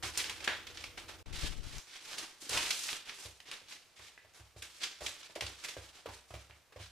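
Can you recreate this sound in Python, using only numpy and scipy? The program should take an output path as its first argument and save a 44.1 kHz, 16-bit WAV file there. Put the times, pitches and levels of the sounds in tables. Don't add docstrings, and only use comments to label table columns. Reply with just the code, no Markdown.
import sys
import numpy as np
from scipy import signal
from scipy.fft import rfft, irfft, next_fast_len
from scipy.io import wavfile
from scipy.ndimage import uniform_filter1d

SR = 44100
rng = np.random.default_rng(int(sys.argv[2]) if len(sys.argv) > 2 else 0)


def master(y):
    cut = np.clip(np.atleast_2d(y).T, -1, 1)
    pcm = np.round(cut * 32767)
    wavfile.write(sys.argv[1], SR, pcm.astype(np.int16))


N = 304731

# (frequency [Hz], relative density [dB per Hz])
PAPER_COLOUR = [(50, -11), (210, -11.5), (320, -3), (430, -7), (680, -7), (1000, -4.5), (1300, -2),
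                (1750, 2), (3000, 4.5), (5000, 3), (8000, -3), (11000, -9.5), (15000, -21)]


def sliding(surge_db=1.0, stutter_rms_db=1.2, catches_per_s=420, catch_life_s=0.0012):
    rub, hiss, crisp = friction()
    catch_size = amp(3.0 * np.minimum(rng.exponential(size=N), 3))
    catches = (rng.random(N) < catches_per_s / SR) * catch_size
    catch_gain = signal.lfilter([1], [1, -np.exp(-1 / (catch_life_s * SR))], catches)
    scrapes = catch_gain * noise(N)
    grains = unit(kitchen(scrapes, wet_db=4.5)[:, :N])
    sheet = coloured(noise(N) + amp(0.5) * grains, PAPER_COLOUR)
    body, middle, treble = registers(sheet)

    grip_colour = [(8, -61), (18, 36), (45, -21), (150, -57), (400, -120)]
    grip_db = surge_db * coloured(rng.standard_normal(N), grip_colour)
    stutter_colour = [(8, -40), (20, 0), (70, -3), (160, -40), (400, -120)]
    stutter_db = stutter_rms_db * coloured(rng.standard_normal((3, N)), stutter_colour)
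    low, mid, high = amp(grip_db + stutter_db)
    return low * rub * body + mid * hiss * middle + high * crisp * treble


# (time [s], relative level [dB], crisp treble re level [dB], low rub re level [dB])
DRAG_MOVE = [(2.388, -86, 10, -9), (2.419, -56.5, 5.5, -15), (2.485, -56.5, -1, -10), (2.499, -44, -1, -12),
             (2.56, -39, -2.5, -2), (2.67, -43, -3.5, -12), (2.82, -48.5, 4, -14),
             (2.92, -45.5, 1.5, -10.5), (3.04, -60.5, -6.5, -8)]
DRAG_END_DB_PER_S = 164
# (start [s], length [s], relative level [dB], crisp treble re level [dB], low rub re level [dB])
PAPER_STROKES = [(.025, 0.034, -42.5, -3.5, -7), (.145, 0.013, -46.5, -9, -13),
                 (.168, 0.034, -39, -7.5, -11.5), (.225, 0.068, -45.5, -29, -7),
                 (.4, 0.057, -53.5, -9, -2.5), (.478, 0.087, -52.5, -19, -11), (.665, 0.042, -57, -9, -4),
                 (.745, 0.096, -52.5, -7.5, -9.5), (.972, 0.0087, -52.5, -4, -0.5),
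                 (1.08, 0.014, -51, -7, -1.5), (1.255, 0.019, -59, -8.5, 1),
                 (1.325, 0.14, -43.5, -6, -10.5), (1.63, 0.14, -52, -4, -7), (1.87, 0.099, -51.5, -9, -14),
                 (2.01, 0.11, -51.5, -2.5, -9), (2.11, 0.12, -49, -3.5, -3.5),
                 (3.05, 0.05, -50.5, -7.5, -10), (3.14, 0.11, -55.5, 3.5, -6),
                 (3.455, 0.081, -50, -10, -8.5), (3.683, 0.047, -52.5, -4, -10),
                 (3.96, 0.11, -56, -6.5, -11), (4.335, 0.04, -66, 4, -1), (4.565, 0.02, -65, 4.5, -4),
                 (4.62, 0.0055, -50, -6, -11), (4.7, 0.11, -61.5, 0, -13), (4.802, 0.013, -47, -17, -12),
                 (4.814, 0.012, -41.5, -11, -15), (5.006, 0.063, -49.5, 1.5, -6.5),
                 (5.14, 0.12, -57, -8, -10.5), (5.41, 0.021, -51, -5, -14), (5.54, 0.087, -56.5, -5, -8.5),
                 (5.636, 0.0034, -49, -4, -7.5), (5.682, 0.0045, -47, -4.5, -12.5),
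                 (5.795, 0.063, -65, 1, 0.5), (5.93, 0.046, -59, -7, -5), (6.105, 0.037, -61, -0.5, -7),
                 (6.28, 0.074, -67.5, 5, -9), (6.79, 0.037, -53, -8, -16)]
# (length [s], level re its slap [dB], crisp treble re level [dB], low rub re level [dB])
PALM_SLIP = (0.08, -15.5, -3.5, -2)


def friction():
    now, t = np.arange(N) / SR, np.arange(SR) / SR
    level_db, crisp_db, rub_db = curves(DRAG_MOVE)
    outside_s = np.abs(now - np.clip(now, DRAG_MOVE[0][0], DRAG_MOVE[-1][0]))
    register_db = np.array([rub_db, np.zeros(N), crisp_db])
    power = amp(level_db - DRAG_END_DB_PER_S * outside_s + register_db) ** 2
    slip_s, slip_db, *slip_colour = PALM_SLIP
    slips = [(s, slip_s, skin_db + slip_db, *slip_colour) for s, _, _, skin_db, _ in DOUGH_PATS]
    for s, length, db, crisp, rub in list(PAPER_STROKES) + slips:
        gain = amp(db + np.array([[rub], [0], [crisp]])) * stroke(t, length)
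        add(power, s, gain ** 2)
    return np.sqrt(power)


GRAB_S, SWELL_DB, STOP_DB_PER_S = 0.0009, 7.5, 206
RELAX_DB, RELAX_DB_PER_S = -13, 37.5


def stroke(t, length):
    after = np.maximum(t - length, 0)
    swell = amp(-SWELL_DB * np.maximum(1 - t / length, 0))
    release = np.hypot(amp(-STOP_DB_PER_S * after), amp(RELAX_DB - RELAX_DB_PER_S * after))
    return (1 - np.exp(-t / GRAB_S)) * swell * release


# (time [s], relative level [dB], centre [Hz], relative treble [dB], t60 [s])
CREASE_SNAPS = [(0.03, -35, 2670, -22, 0.056), (0.1742, -29, 5040, 5.5, 0.031),
                (.201, -29.5, 2820, -20, 0.025), (0.242, -30.5, 2800, -24, 0.018),
                (0.2955, -31, 2470, -4, 0.025), (.404, -39, 2900, -37, 0.019),
                (0.4408, -32, 2750, -3, 0.045), (.667, -37, 2760, -9, 0.042), (.772, -36, 3250, -28, 0.026),
                (.839, -35, 2580, -7, 0.027), (0.976, -39, 2360, -17, 0.03),
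                (2.129, -38.5, 3000, -14, 0.035), (2.181, -33, 4100, -3, 0.056),
                (2.493, -34, 5100, 5, 0.018), (2.529, -30, 3200, -3, 0.066),
                (2.5722, -25.5, 2780, -3, 0.032), (2.7046, -21, 3480, -5.5, 0.042),
                (2.8865, -30.5, 2420, -15, 0.051), (3.0933, -34, 2450, -26, 0.017),
                (3.402, -44, 2500, -6, 0.015), (3.5132, -33, 2560, -7, 0.025),
                (3.7231, -39.5, 2820, -9, 0.017), (4.6233, -38.5, 2010, 3, 0.021),
                (4.832, -28.5, 3380, -9.5, 0.062), (5.0617, -27.5, 3540, -14, 0.033),
                (5.229, -42, 2680, -17, 0.034), (5.353, -38.5, 2640, -4.5, 0.049),
                (5.4077, -27.5, 2720, -8, 0.023), (5.4635, -34, 3740, -22, 0.035),
                (5.6421, -35.5, 2170, -1, 0.058)]
# (frequency [Hz], relative density [dB per Hz])
CREASE_COLOUR = [(40, -32), (400, -14.5), (1000, -2.5), (1700, 4), (3000, 10.5), (4500, 6.5), (7000, 1),
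                 (10000, -18), (15000, -36)]


def snaps(usual_hz=3100, gain_db=-6.0, treble_db=-3, rise_share=0.08, give_db=3, give_s=0.000083):
    out, t = np.zeros((2, N)), np.arange(SR // 8) / SR
    for s, db, hz, crisp_db, t60 in CREASE_SNAPS:
        fold = coloured(noise(len(t)), np.array(CREASE_COLOUR) * [hz / usual_hz, 1])
        fizz = registers(coloured(noise(len(t)), PAPER_COLOUR))[-1]
        rise = rise_share * t60
        give = amp(give_db * np.exp(-((t - 2 * rise) / give_s) ** 2))
        texture = fold + amp(crisp_db + treble_db) * fizz
        crack = amp(db + gain_db) * give * burst(t, t60, rise) * texture
        add(out, s, diffuse(crack, wet_db=-3, build=0.002))
    return out


# (time [s], relative level [dB], pitch [Hz])
BUCKLE_TICKS = [(0.1749, -12.5, 6000), (0.274, -34, 4500), (.3205, -46, 3500), (.449, -33.5, 3500),
                (0.8222, -39, 3300), (.842, -28.5, 3000), (.987, -33, 3500), (1.359, -30, 4500),
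                (1.748, -44, 5000), (1.783, -25, 6000), (1.9593, -36.5, 2640), (2.1812, -32, 4000),
                (2.236, -38, 3700), (2.5742, -23, 2820), (2.67, -27, 2200), (2.7073, -27, 3300),
                (2.9303, -19.5, 3560), (3.075, -34, 2986), (3.095, -34, 2800), (3.259, -32, 3500),
                (3.535, -34, 3980), (3.702, -46, 5000), (5.0547, -40, 8000), (5.166, -38, 3000),
                (5.69, -33, 2980), (5.963, -51.5, 3000), (6.3535, -36.5, 3000), (6.5094, -38, 2400)]


def ticks(life_cycles=1.0, rebound_db=-7, rebound_s=0.0019, wet_db=0):
    out, t = np.zeros((2, N)), np.arange(SR // 50) / SR

    def flip(u, hz):
        return np.sin(2 * np.pi * hz * u) * np.exp(-hz * u / life_cycles)

    rebounds = rng.random((len(BUCKLE_TICKS), 2)) + 0.5
    for (s, db, hz), (lag, size) in zip(BUCKLE_TICKS, rebounds):
        rebound = flip(np.maximum(t - rebound_s * lag, 0), hz * size)
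        crack = flip(t, hz) + amp(rebound_db) * rebound
        add(out, s, kitchen(amp(db) * crack, wet_db))
    return out


# (time [s], relative level [dB], t60 [s])
EDGE_FLAP = (.4752, -26, 0.064)
# (frequency [Hz], relative density [dB per Hz])
EDGE_COLOUR = [(50, -54), (300, -4.5), (550, -2.5), (1000, 1), (1300, -5.5), (1700, 3.5), (2400, -2),
               (3600, -5), (5500, -13.5), (12000, -32)]


def flap():
    out, t = np.zeros((2, N)), np.arange(SR // 4) / SR
    s, db, t60 = EDGE_FLAP
    slap = amp(db) * burst(t, t60, rise=0.00085) * coloured(noise(len(t)), EDGE_COLOUR)
    add(out, s, diffuse(slap, wet_db=0.5, build=0.012))
    return out


def near_walls(x, echo_db=-21, count=7):
    delays = (rng.uniform(0.0017, 0.018, count) * SR).astype(int)
    return x + amp(echo_db) * sum(np.pad(x, ((0, 0), (d, 0)))[:, :N] for d in delays)


# (time [s], air pop [dB], pop pitch [Hz], skin slap [dB], thud [dB])
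DOUGH_PATS = [(.034, -42.5, 770, -44, -50.5), (2.424, -53, 337, -59, -83), (2.466, -54, 312, -71, -75),
              (2.495, -47, 504, -50, -56), (2.537, -58, 617, -49, -52.5), (2.708, -60, 328, -67, -85),
              (3.253, -51.5, 527, -58, -54), (3.615, -60.5, 515, -65, -76), (3.993, -58, 620, -57.5, -63.5),
              (4.247, -59, 620, -62, -74), (4.395, -59, 650, -56, -57.5), (4.562, -53.5, 580, -58.5, -54),
              (5.008, -46, 606, -54, -58), (5.018, -40, 606, -50.5, -58), (5.295, -58.5, 640, -57, -76),
              (5.3595, -35.5, 590, -47, -70), (5.421, -48, 755, -42, -45), (5.766, -41, 538, -50, -51.5),
              (6.058, -38.5, 536, -46, -63), (6.087, -44.5, 880, -49, -53.5),
              (6.305, -49.5, 677, -52.5, -57.5), (6.339, -43.5, 580, -48, -49.5),
              (6.496, -63, 685, -58.5, -61), (6.722, -61, 543, -57.5, -89), (6.76, -45.5, 530, -53, -56),
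              (6.797, -59, 664, -56, -52)]
# (frequency [Hz], relative density [dB per Hz])
SKIN_COLOUR = [(40, -30), (170, -15), (350, -5.5), (900, -4.5), (2400, -8.5), (5000, -15.5), (12000, -28.5)]
# (nominal frequency [Hz], relative level [dB], t60 [s])
COUNTER_MODES = [(64.4, -1, 0.4), (94.6, 0.5, 0.27), (159, -17, 0.43), (230, -16, 0.042),
                 (328.4, -14, 0.17), (380, -13, 0.03)]
SAG_SHARE, SAG_S = 0.075, 0.034


def pats(swell=0.002, soft=0.0032, pop_db=1.5, thud_db=4,
         finger_lag=0.036, finger_db=-13, finger_octaves=2.3, lowest_hz=40):
    out, thuds = np.zeros((2, N)), np.zeros((1, N))
    brief, t = np.arange(SR // 10) / SR, np.arange(SR // 2) / SR
    sagging = t + SAG_SHARE * SAG_S * (1 - np.exp(-t / SAG_S))

    def puff(u, hz):
        return u / swell * np.exp(1 - u / swell) * np.sin(2 * np.pi * hz * u)

    for s, air_db, hz, skin_db, push_db in DOUGH_PATS:
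        fingers = 0
        for lag, size in rng.random(size=(4, 2)):
            finger_hz = hz * 2 ** (finger_octaves * (size - 0.5))
            fingers = fingers + puff(np.maximum(brief - finger_lag * lag, 0), finger_hz)
        pop = amp(air_db + pop_db) * (puff(brief, hz) + amp(finger_db) * fingers)
        skin = coloured(noise(len(brief)), SKIN_COLOUR)
        slap = amp(skin_db) * burst(brief, t60=0.069, rise=0.0018) * skin
        add(out, s, kitchen(pop + slap, wet_db=-3))

        ring = 0
        for f, db, t60 in COUNTER_MODES:
            gain = amp(db + rng.normal(0, 1) - 60 * t / t60)
            cycles = f * rng.normal(1, 0.0427) * sagging + rng.random()
            ring = ring + gain * np.sin(2 * np.pi * cycles)
        add(thuds, s, amp(push_db + thud_db) * ring * (1 - np.exp(-t / soft)))
    highpass = signal.butter(2, lowest_hz, "highpass", fs=SR, output="sos")
    return out + signal.sosfilt(highpass, thuds)


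# (frequency [Hz], relative level [dB], t60 [s])
TIN_MODES = [(936, -40.5, .26), (1056, -39, 0.19), (2520, -38.5, 0.25), (3020, -40, 0.33)]


def tin():
    return rung(2.571, TIN_MODES, wet_db=-8)


# (frequency [Hz], relative level [dB], t60 [s])
BEAD_MODES = [(1750, -53.5, 0.054), (1994, -47, .035), (2480, -47, 0.014)]


def bracelet():
    return rung(4.1775, BEAD_MODES, wet_db=-0.5)


def rung(s, modes, wet_db):
    out, t = np.zeros((2, N)), np.arange(SR // 2) / SR
    ring = sum(amp(db - 60 * t / t60) * np.sin(2 * np.pi * hz * t) for hz, db, t60 in modes)
    add(out, s, kitchen(ring, wet_db))
    return out


# (time [s], level [dB])
PORT_LEVEL = [(1.25, -51), (1.265, -44.5), (1.38, -41), (1.415, -49), (1.437, -31), (1.46, -38),
              (1.49, -42.5), (1.58, -38.5), (1.7, -43), (1.79, -42.5), (1.815, -90)]
# (frequency [Hz], relative density [dB per Hz])
BUFFET_COLOUR = [(12, -7), (25, 0.5), (45, -8), (100, -12), (200, -21), (350, -26), (700, -34.5),
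                 (2000, -77)]


def buffeting(right_db=-19, lump_db=3.0):
    level_db, = curves(PORT_LEVEL)
    lump_colour = [(18, -2), (60, -58), (200, -120)]
    lumps = amp(lump_db * coloured(rng.standard_normal(N), lump_colour))
    rumble = unit(lumps * coloured(rng.standard_normal((2, N)), BUFFET_COLOUR))
    return amp(level_db) * rumble * amp([[0], [right_db]]) * (np.arange(N) / SR > DIP[0])


# (frequency [Hz], rms level [dB])
HUM_TONES = [(86, -67), (328, -71), (484, -71)]
# (frequency [Hz], relative density [dB per Hz])
RUMBLE_COLOUR = [(20, -24), (40, 7.5), (90, 4.5), (170, -11), (320, -5), (500, -9.5), (1000, -15),
                 (4000, -24)]
# (frequency [Hz], relative density [dB per Hz])
AIR_COLOUR = [(25, -3), (90, 3), (250, -8.5), (500, -2.5), (1500, -6), (2300, -6.5), (7000, -13.5),
              (15000, -18.5)]


def background(air_db=-69, drone_db=-60, drift_rad=0.69):
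    t = np.arange(N) / SR
    hum = 0
    for hz, db in HUM_TONES:
        wander = drift_rad * coloured(rng.standard_normal(N), [(8, 2), (40, -60), (100, -120)])
        hum = hum + amp(db) * np.sqrt(2) * np.sin(2 * np.pi * hz * t + wander)
    drone = hum + amp(drone_db) * coloured(noise(N), RUMBLE_COLOUR)
    return amp(air_db) * coloured(noise(N), AIR_COLOUR) + drone * (t < DIP[0])


# (frequency [Hz], t60 [s])
KITCHEN_T60 = [(100, 0.14), (600, 0.32), (2500, 0.39), (6000, 0.39), (14000, 0.45)]


def tail(build):
    hz, t, z = signal.stft(noise(SR // 3), SR, nperseg=256)
    decay = amp(-60 * t / along(KITCHEN_T60, hz)[:, None])
    wash = signal.istft(z * decay * (1 - np.exp(-t / build)), SR, nperseg=256)[1]
    return wash / np.linalg.norm(wash[0])


def kitchen(x, wet_db, build=0.00047):
    answer = amp(wet_db) * tail(build)
    answer[:, 0] += 1
    return signal.fftconvolve(np.atleast_2d(x), answer, axes=1)


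def diffuse(x, wet_db, build):
    power = np.mean(np.abs(rfft(x, SR // 2)) ** 2, axis=0)
    colour = np.sqrt(np.abs(uniform_filter1d(power, size=250)))
    out = amp(wet_db) * irfft(rfft(tail(build), SR // 2) * colour, SR // 2)[:, :SR // 3]
    add(out, 0, x)
    return out


def burst(t, t60, rise):
    ragged = amp(2 * unit(uniform_filter1d(rng.standard_normal(len(t)), size=70)))
    shape = ragged * (1 - np.exp(-t / rise)) * amp(-60 * t / t60)
    return shape / np.sqrt(uniform_filter1d(shape ** 2, size=176).max())


# (frequency [Hz], left-right likeness [0 to 1])
LIKENESS = [(60, 0), (280, 0.6), (600, 0.74), (1200, 0.81), (2500, 0.76), (5000, 0.58), (9000, 0.46),
            (14000, 0)]


def spread(pair):
    def mix(hz):
        turn = np.arccos(np.clip(along(LIKENESS, hz), -1, 1)) / 2
        return np.array([np.cos(turn), np.sin(turn)])

    mid, side = filtered(pair, mix)
    return np.array([mid + side, mid - side])


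def noise(size):
    return spread(rng.standard_normal((2, size)))


def registers(x, low_hz=1150, high_hz=5800):
    def below(hz, edge):
        return 1 / (1 + (hz / edge) ** 4)

    body = filtered(x, lambda hz: below(hz, low_hz))
    middle = filtered(x, lambda hz: below(hz, high_hz) - below(hz, low_hz))
    treble = filtered(x, lambda hz: 1 - below(hz, high_hz))
    return [unit(body), unit(middle), unit(treble)]


def coloured(x, spectrum):
    return unit(filtered(x, lambda hz: amp(along(spectrum, hz))))


def filtered(x, response):
    n = x.shape[-1]
    m = next_fast_len(n + 8192)
    return irfft(rfft(x, m) * response(np.fft.rfftfreq(m, 1 / SR)), m)[..., :n]


def along(points, hz):
    f, v = np.transpose(points)
    return np.interp(np.log(hz + 1), np.log(f + 1), v)


def curves(rows):
    s, *cols = np.transpose(rows)
    return [np.interp(np.arange(N) / SR, s, c) for c in cols]


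def amp(db):
    return 10 ** (np.asarray(db) / 20)


def unit(x):
    return x / np.sqrt(np.mean(x ** 2) + 1e-20)


def add(track, s, sound):
    part = track[:, max(0, round(s * SR)):][:, :sound.shape[-1]]
    part += sound[..., :part.shape[1]]


def scene():
    paper = near_walls(sliding() + snaps() + ticks() + flap())
    work = paper + pats() + tin() + bracelet()
    return work * side_gains() + buffeting() + background()


def side_gains():
    return amp([[-0.7], [0.7]])


# (start [s], end [s])
DIP = (1.228, 1.259)


def record(dry):
    t = np.arange(N) / SR
    outside_dip = (t < DIP[0]) | (t > DIP[1])
    live = uniform_filter1d(1.0 * outside_dip, size=130)
    return filtered(dry * np.maximum(live, amp(-25.0)), lambda hz: hz < 15250)


dry = scene()
out = record(dry)
master(out)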